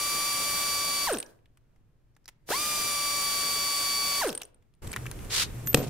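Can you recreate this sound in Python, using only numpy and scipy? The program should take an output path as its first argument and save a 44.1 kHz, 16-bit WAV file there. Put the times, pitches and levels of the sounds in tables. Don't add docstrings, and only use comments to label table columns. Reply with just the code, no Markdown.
import sys
import numpy as np
from scipy import signal
from scipy.fft import rfft, irfft, next_fast_len
from scipy.io import wavfile
from scipy.ndimage import uniform_filter1d

SR = 44100
rng = np.random.default_rng(int(sys.argv[2]) if len(sys.argv) > 2 else 0)


def int16_out(signal):
    q = np.round(np.clip(np.atleast_2d(signal).T, -1, 1) * 32767)
    wavfile.write(sys.argv[1], SR, q.astype(np.int16))


def makeup_ratio(level_db):
    decades = np.asarray(level_db, float) / 20
    return 10 ** decades


N = 259749
TIME = np.arange(N) / SR
LEVEL_STEP_S = 4.818

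# (opens [s], closes [s])
TRIGGER = [
    (-0.5, 1.0685),
    (2.499, 4.2097),
]
# (time [s], rate [Hz])
AIR_SPEED = [(0, 1163), (.37, 1159), (.74, 1151.5), (1.06, 1149), (2.62, 1206), (2.68, 1201), (2.8, 1179),
             (2.96, 1161), (3.15, 1152), (3.33, 1147), (3.7, 1143), (4.2, 1137.5)]
# (multiple of vane rate, level [dB])
WHINE_LINES = [(.25, -62.5), (.5, -54), (.75, -63), (1, -38), (2, -43), (3, -49), (3.75, -59), (4, -40.5),
               (4.25, -56.5), (5, -43), (6, -45), (6.975, -54.5), (7.75, -54.5), (7.97, -46.5), (9, -51),
               (11, -61.5), (12, -60), (13, -61.5)]
# (frequency [Hz], width [Hz], lift [dB])
HOUSING_MODES = [
    (3394, 80, 7.5),
    (4552, 200, 9),
    (10510, 330, 10),
]
# (frequency [Hz], level [dB])
PORT_COLOUR = [(60, -7), (150, -9.5), (450, 5), (900, -4.5), (1550, 4), (2200, -7), (3000, -8),
               (6000, -21.5)]
# (level [dB], sag [dB/s], knee [s], extra fade [dB/s])
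SURGE = (-28.5, 30, .045, 700)
# (level [dB], sag [dB/s], knee [s], extra fade [dB/s])
COAST = (-23, 125, .1, 400)
# (frequency [Hz], density [dB per Hz])
HISS_COLOUR = [(350, -54), (600, -15), (1500, -15), (3000, -12.5), (5300, -10), (7600, -12), (9000, -9.5),
               (10000, -12.5), (12000, -13), (16000, -17.5)]
# (frequency [Hz], density [dB per Hz])
RUMBLE_COLOUR = [(15, -43.5), (25, -7), (255, -7.5), (288, -8.5), (438, -6.5), (565, -9), (619, -9),
                 (900, -15), (1170, -36.5), (1980, -120)]
# (frequency [Hz], level [dB], t60 [s])
HEAD_MODES = [
    (2900, -14, .006),
    (8350, -6, .007),
    (8900, -8, .006),
    (9250, -5, .008),
    (10100, -12, .005),
]
# (time [s], peak [dB])
PAWL_DROPS = [(1.1006, -26), (1.126, -19), (1.133, -19), (1.1849, -18), (1.2013, -19), (4.2245, -31),
              (4.2746, -20), (4.2824, -21.5), (4.35, -21), (4.376, -20), (4.4518, -37), (4.544, -51),
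              (4.75, -62.5)]
# (time [s], peak [dB], body
# [Hz], crack [dB])
SOCKET_ROCKS = [(1.140, -26, 3250, 1), (1.149, -30.5, 5500, -11), (1.171, -37, 2840, 11),
                (1.227, -35, 2720, 7.5), (1.262, -45, 5500, -14), (2.4895, -24, 400, -24),
                (4.2915, -25.5, 3100, 5), (4.3014, -26, 5050, -12), (4.3275, -36.5, 3000, 11),
                (4.401, -45, 3360, -6), (4.4143, -34, 3260, -10), (4.4177, -36, 2700, 11.5),
                (4.4214, -41, 2930, 6), (4.4324, -33.5, 6000, 0), (4.4434, -51, 5900, -6)]
# (time [s], peak [dB], body [Hz], crack [dB])
HAND_TOUCHES = [(1.291, -64, 2875, -10), (1.329, -63, 2000, -20), (1.389, -65, 1950, -15),
                (1.457, -57, 2500, -3), (1.5725, -57, 1500, 4), (1.76, -63, 1000, 0),
                (2.15, -68.5, 5000, -1), (2.165, -54.5, 1200, 2), (2.243, -62, 5500, -3),
                (2.2567, -45, 4840, 1.5), (2.2795, -45, 5000, 12.5), (2.2835, -48, 2500, 8),
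                (2.2875, -45, 1370, 15), (4.408, -42, 450, -30), (4.624, -69, 2425, 7),
                (4.7385, -67.5, 3300, 9)]
# (time [s], peak [dB], body [Hz], crack [dB])
CASTING_RINGS = [
    (1.135, -41.5, 1550, -30),
    (1.17, -43, 467, -30),
    (1.25, -53, 1600, -30),
    (4.27, -42, 1550, -30),
    (4.31, -39, 467, -31),
]
# (time [s], peak [dB], body [Hz], crack [dB])
CARRY_CLINKS = [(4.846, -36.5, 497, -2), (4.871, -43.5, 4100, 10), (4.875, -32.5, 8100, 3),
                (4.893, -45, 1500, -4), (4.913, -43, 1800, 3), (4.917, -25, 8350, -8),
                (4.930, -33, 1880, 8), (4.935, -34, 1850, 6), (4.939, -26.5, 2250, -17),
                (4.962, -22.5, 1520, 0.5), (4.969, -28, 1750, -26), (5.056, -33, 1510, -6),
                (5.064, -28.5, 2090, 1), (5.0675, -26.5, 2090, -8), (5.1135, -29.5, 9930, 4),
                (5.118, -37, 1700, -6), (5.19, -39.5, 2500, -2), (5.2475, -45, 9000, 8),
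                (5.662, -45, 12900, -1), (5.6727, -26, 6600, 8.5), (5.678, -33, 10100, 0),
                (5.717, -45, 5970, -5), (5.730, -33, 7500, 5.5), (5.7442, -14, 2760, 11),
                (5.7455, -13.5, 7800, 9), (5.748, -28, 890, -14), (5.773, -26, 900, 3),
                (5.812, -34, 700, -2)]
# (time [s], peak [dB])
BENCH_HITS = [(5.7448, -8), (5.747, -29), (5.76, -31), (5.773, -19.5), (5.784, -21), (5.794, -25.5),
              (5.802, -19), (5.816, -21.5), (5.823, -29), (5.839, -27.5), (5.865, -32)]
# (frequency [Hz], level [dB], t60 [s])
BENCH_MODES = [(109.8, -7.5, .12), (144.4, -0.5, .12), (210, -12, 0.066), (291, 0, 0.063), (396, -12, 0.04),
               (483, 9, 0.024), (605, -5, 0.041), (735, -7.5, 0.066), (970, -9, 0.0212)]
# (frequency [Hz], density [dB per Hz])
RATTLE_COLOUR = [(50, -40), (110, -3.5), (200, 4.5), (450, -6.5), (800, -15), (1300, -22), (3000, -22),
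                 (8000, -23.5), (16000, -36)]
# (full [s], released [s], level [dB])
HOSE_PUFF = (5.35, 5.425, -28.5)
# (frequency [Hz], density [dB per Hz])
HOSE_COLOUR = [(290, -27.5), (500, -12), (613, -21), (740, -14.5), (807, -18.5), (1090, -13), (1950, -9.5),
               (4530, -5.5), (9490, -13.5), (16000, -25.5)]
# (from [s], to [s], level [dB])
PIN_RING = [
    (5.684, 5.704, -32.5),
    (5.70, 5.81, -47),
]
# (from [s], to [s], level [dB])
GRIP_BOUTS = [
    (4.855, 4.87, -41.5),
    (5.16, 5.26, -43.5),
    (5.39, 5.545, -43),
]
# (from [s], to [s], level [dB])
DRONE_BOUTS = [
    (4.98, 5.09, -39),
    (5.295, 5.305, -38.5),
    (5.57, 5.95, -36),
]
# (frequency [Hz], density [dB per Hz])
QUIET_AIR = [(15, -4.5), (30, -5.5), (75, -14), (115, -6.5), (190, -19.5), (370, -24.5), (700, -32.5),
             (1700, -38.5), (4000, -46.5), (16000, -53.5)]
# (frequency [Hz], density [dB per Hz])
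RAISED_AIR = [(15, -12), (30, 4.5), (120, -3), (260, -16), (400, -16), (620, -24.5), (1300, -29),
              (2300, -32.5), (4000, -39), (8000, -35.5), (12000, -38), (16000, -46)]
# (frequency [Hz], correlation [-1 to 1])
STEREO_LIKENESS = [(25, 0.53), (60, 0.8), (300, 0.73), (1000, 0.016), (2500, 0.52), (5000, 0.0035),
                   (9000, -0.32), (15000, -0.35)]


def rotor():
    spin_up_s, coast_s = .023, .0575
    share, drive = np.zeros(N), np.zeros(N)
    for opens, closes in TRIGGER:
        since_open = np.clip(TIME - opens, 0, None)
        since_close = np.clip(TIME - closes, 0, None)
        up = 1 - np.exp(-since_open / spin_up_s)
        share += up * np.exp(-since_close / coast_s) * (TIME < closes + .6)
        drive += up ** 2.2 * np.exp(-since_close / 0.0019)
    supply_hz = np.interp(TIME, *np.transpose(AIR_SPEED))
    return share * supply_hz * (1 + 0.00081 * drift(12)) + 1, drive


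def whine(hz, phase, drive):
    out = np.zeros((2, N))
    for k, level_db in WHINE_LINES:
        lift_db = sum(db / (1 + (2 * (k * hz[::64] - f) / width) ** 2) for f, width, db in HOUSING_MODES)
        gain = np.repeat(makeup_ratio(level_db + 4 + lift_db), 64)[:N]
        gain = gain * makeup_ratio(0.5 * drift(5.2))
        gain *= 1 + .1 * drift(300)
        wander = .025 * k * drift(60)
        pan = rng.uniform(-0.28, 1)
        between_ears = [[0], [k * (.04 * pan - .11)]]
        out += gain * np.sin(k * phase + 0.5 * k * k + wander + between_ears)
    return out * drive * makeup_ratio([[1.0], [-1.0]])


def port_pulses(start, shape, tilt_db, hz, phase):
    top_db, *fall = shape
    level_db = top_db + swell(start + 0.0044, start + 0.0026, 6000, *fall)
    on = (level_db > -100) & (np.arange(N) >= start * SR)
    out = np.zeros(N)
    out[on] = makeup_ratio(level_db[on] - 21) * np.sin(2 * np.pi * 32 * np.arange(on.sum()) / SR)
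    for k in range(1, 7):
        colour_db = at_hz(PORT_COLOUR, k * hz[on]) + tilt_db * np.log2(k)
        colour_db += .5 * k * drift(80)[on]
        out[on] += makeup_ratio(level_db[on] + 2 + colour_db) * np.sin(k * phase[on] + 0.5 * k * k)
    return out


def pulsing(hz, phase):
    out = np.zeros(N)
    for opens, closes in TRIGGER:
        out += port_pulses(opens, SURGE, -4.5, hz, phase)
        out += port_pulses(closes, COAST, -6.5, hz, phase)
    return out


def air_flow(level_db, sag, knee_s, fade):
    leak_s, leak_db_per_s = .042, 650
    out = np.zeros(N)
    for opens, closes in TRIGGER:
        curve_db = level_db + swell(opens - .003, closes, leak_db_per_s, sag, knee_s, fade)
        out += makeup_ratio(curve_db) * opening(opens - leak_s, leak_s)
    return out


def exhaust(phase, drive):
    chop = 1 + 0.38 * np.sin(phase) + 0.35 * np.sin(phase / 4)
    jet = air_flow(-40.5, 150, .08, 300) + air_flow(-60, 80, .26, 150)
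    hiss = jet * makeup_ratio(10.5 + .5 * drift(3.6)) * chop * noise(HISS_COLOUR)
    teeth = (rng.random(N) < 900 / SR) * rng.standard_normal(N) * drive
    pawl = sum(makeup_ratio(db - 34.5) * ring(teeth, f, t60) for f, db, t60 in HEAD_MODES)
    rumble = air_flow(-49, 40, .1, 120) * makeup_ratio(2.5 + 1.5 * drift(2.7)) * noise(RUMBLE_COLOUR)
    return hiss + pawl + rumble


def taps(events, t60_s, pan_db, width_hz=650):
    out, t = np.zeros((2, N)), np.arange(12000) / SR
    snap = .7 * np.exp(-t / .0006)
    attack = 1 - np.exp(-t / 0.00021)
    crack_band = signal.butter(1, [330, 11000], "band", fs=SR, output="sos")
    pan = makeup_ratio([[pan_db / 2], [-pan_db / 2]])
    for (s, db, hz, crack_db), white in zip(events, rng.standard_normal((len(events), 2, 12000))):
        t60 = max(t60_s * 0.86 ** np.log2(hz / 3000), .004)
        burst = (white[0] + .5 * white[1] * [[1], [-1]]) * (makeup_ratio(-60 * t / t60) + snap) * attack
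        edges = [hz ** 2 / (hz + width_hz), hz + width_hz]
        body = signal.sosfilt(signal.butter(2, edges, "band", fs=SR, output="sos"), burst)
        crack = signal.sosfilt(crack_band, burst)
        piece = body / np.abs(body).max() + makeup_ratio(crack_db) * crack / np.abs(crack).max()
        at = round(s * SR)
        out[:, at:at + 12000] += (makeup_ratio(db) * piece * pan)[:, :N - at]
    return out


def contacts():
    pawl_hz = 8860
    pawl = [(s, db, pawl_hz, -6) for s, db in PAWL_DROPS]
    tail = [(s, db - 23, pawl_hz, -30) for s, db in PAWL_DROPS]
    out = taps(tail, .25, pan_db=1.5)
    out += taps(pawl, .021 * 1.3, pan_db=1.0)
    out += taps(SOCKET_ROCKS, .019, pan_db=.7)
    out += taps(HAND_TOUCHES, .025, pan_db=.3, width_hz=1300)
    out += taps(CASTING_RINGS, .28, pan_db=-1.5, width_hz=107)
    out += taps(CARRY_CLINKS, .018, pan_db=1.5)
    return out


def landing():
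    rattle_db, rattle_t60_s = -28, 0.56
    out, t = np.zeros(N), TIME - BENCH_HITS[0][0]
    for hz, level_db, t60 in BENCH_MODES:
        clicks = np.zeros(N)
        for s, db in BENCH_HITS:
            height = makeup_ratio(db + level_db - 10.5 + 2 * rng.normal())
            clicks[round(s * SR)] = height * rng.choice([-1, 1])
        out += ring(clicks, hz, t60)
    grain = makeup_ratio(3.6 * drift(90))
    decay = (t > 0) * makeup_ratio(rattle_db - 60 * np.abs(t) / rattle_t60_s)
    return out + decay * grain * noise(RATTLE_COLOUR)


def hose_puff():
    full, released, db = HOSE_PUFF
    curve_db = swell(full, released, 197, 340, 0.013, 440)
    puff_db = db + uniform_filter1d(curve_db, size=int(0.024 * SR))
    return opening(5.293, .022) * makeup_ratio(puff_db + 3 + 1.5 * drift(150)) * noise(HOSE_COLOUR)


def hose_squeak():
    level = makeup_ratio(-64 + swell(5.515, 5.6, 800, 400))
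    return level * rms_one(ring(rng.standard_normal(N), 12200, .006))


def pin():
    pin_hz, struck_s = 13330, 5.661
    level = np.zeros(N)
    for (start, stop, db), fall in zip(PIN_RING, (1300, 650)):
        level += makeup_ratio(db + swell(start, stop, 600, fall))
    tone = np.sin(2 * np.pi * pin_hz * TIME + [[0], [-1.6]])
    return level * opening(struck_s, .002) * makeup_ratio(7.0) * tone


def garage(x):
    t60_s, wall_cut_hz = 0.6, 1500
    size = next_fast_len(N + SR)
    w = 2 * np.pi * np.fft.rfftfreq(size)
    dull = 1 / (1 + 1j * w * SR / (2 * np.pi * wall_cut_hz) * 0.27)
    out = np.zeros((2, len(w)), complex)
    for k, lag in enumerate(rng.uniform(.007, .045, size=32) * SR):
        loop = makeup_ratio(-60 * lag / SR / t60_s) * dull * np.exp(-1j * w * lag)
        out[k % 2] += loop / (1 - loop) * (-1) ** (k // 2)
    return irfft(out * rfft(x.mean(axis=0), size), size)[:, :N]


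def background():
    split_hz = 250
    raised = np.clip((TIME - LEVEL_STEP_S) / 0.0048, 0, 1)
    drone = rms_one(ring(rng.standard_normal(N), 124, 0.21))
    lumps_db = bouts(GRIP_BOUTS, -50, 149)
    drone_db = bouts(DRONE_BOUTS, -57, 300)
    bass = signal.sosfilt(signal.butter(2, split_hz, fs=SR, output="sos"), noise(RAISED_AIR))
    air = signal.sosfilt(signal.butter(2, split_hz, "high", fs=SR, output="sos"), noise(RAISED_AIR))
    late = makeup_ratio(lumps_db + 3.5) * bass
    late = late + makeup_ratio(drone_db - 2.5) * drone
    late = late + makeup_ratio(-36.5 + 1.0 * drift(10)) * air
    return makeup_ratio(-63 + 0.69 * drift(6)) * noise(QUIET_AIR) + raised * late


def rms_one(x):
    return x / np.sqrt(np.mean(x ** 2) + 1e-20)


def at_hz(points, hz):
    f, value = np.transpose(points)
    return np.interp(np.log(hz), np.log(f), value)


def drift(rate):
    r = np.exp(-128 * np.pi * rate / SR)
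    slow = signal.lfilter([1], [1, -2 * r, r * r], rng.standard_normal(N // 64 + 1002))[1000:]
    return np.interp(np.arange(N) / 64, np.arange(len(slow)), rms_one(slow - slow.mean()))


def ring(clicks, hz, t60):
    r, w = makeup_ratio(-60 / (max(t60, .002) * SR)), 2 * np.pi * hz / SR
    return signal.lfilter([0, np.sin(w)], [1, -2 * r * np.cos(w), r * r], clicks + 1e-18)


def noise(spectrum):
    hz = np.maximum(np.fft.rfftfreq(N + 1, 1 / SR), 5)
    alike = np.clip(at_hz(STEREO_LIKENESS, hz), -1, 1)
    mid, side = rfft(rng.standard_normal((2, N + 1))) * makeup_ratio(at_hz(spectrum, hz))
    mid, side = mid * np.sqrt(1 + alike), side * np.sqrt(1 - alike)
    return rms_one(irfft([mid + side, mid - side], N + 1)[:, :N])


def swell(start, stop, rise, sag, knee_s=1., fade=0.):
    climb = rise * np.clip(start - TIME, 0, None)
    fall = sag * np.clip(TIME - stop, 0, None)
    late_fall = fade * np.clip(TIME - stop - knee_s, 0, None)
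    return -climb - fall - late_fall


def bouts(rows, rest_db, edge):
    held = [db + swell(start, stop, edge, edge) for start, stop, db in rows]
    return np.max(held, axis=0).clip(rest_db)


def opening(start, length):
    return np.clip((TIME - start) / length, 0, 1)


def scene():
    hz, drive = rotor()
    phase = 2 * np.pi * np.cumsum(hz) / SR
    port = pulsing(hz, phase) * makeup_ratio([[-.6], [.6]])
    tool = whine(hz, phase, drive) + port + exhaust(phase, drive)
    near = tool + contacts() + landing() + hose_puff() + pin() + hose_squeak()
    return near + makeup_ratio(-31.5) * garage(near) + background()


def band_limit(x):
    return signal.sosfilt(signal.butter(12, 16160, fs=SR, output="sos"), x)


def record(dry):
    ceiling = np.where(np.arange(N) < LEVEL_STEP_S * SR, .067, 1.1)
    held = dry / (1 + (dry / ceiling) ** 6) ** (1 / 6)
    held[0, 1:] = held[0, :-1]
    top_cut = signal.cheby2(14, 50, 16150, fs=SR, output="sos")
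    return band_limit(signal.sosfilt(top_cut, held))


dry = scene()
out = record(dry)
int16_out(out)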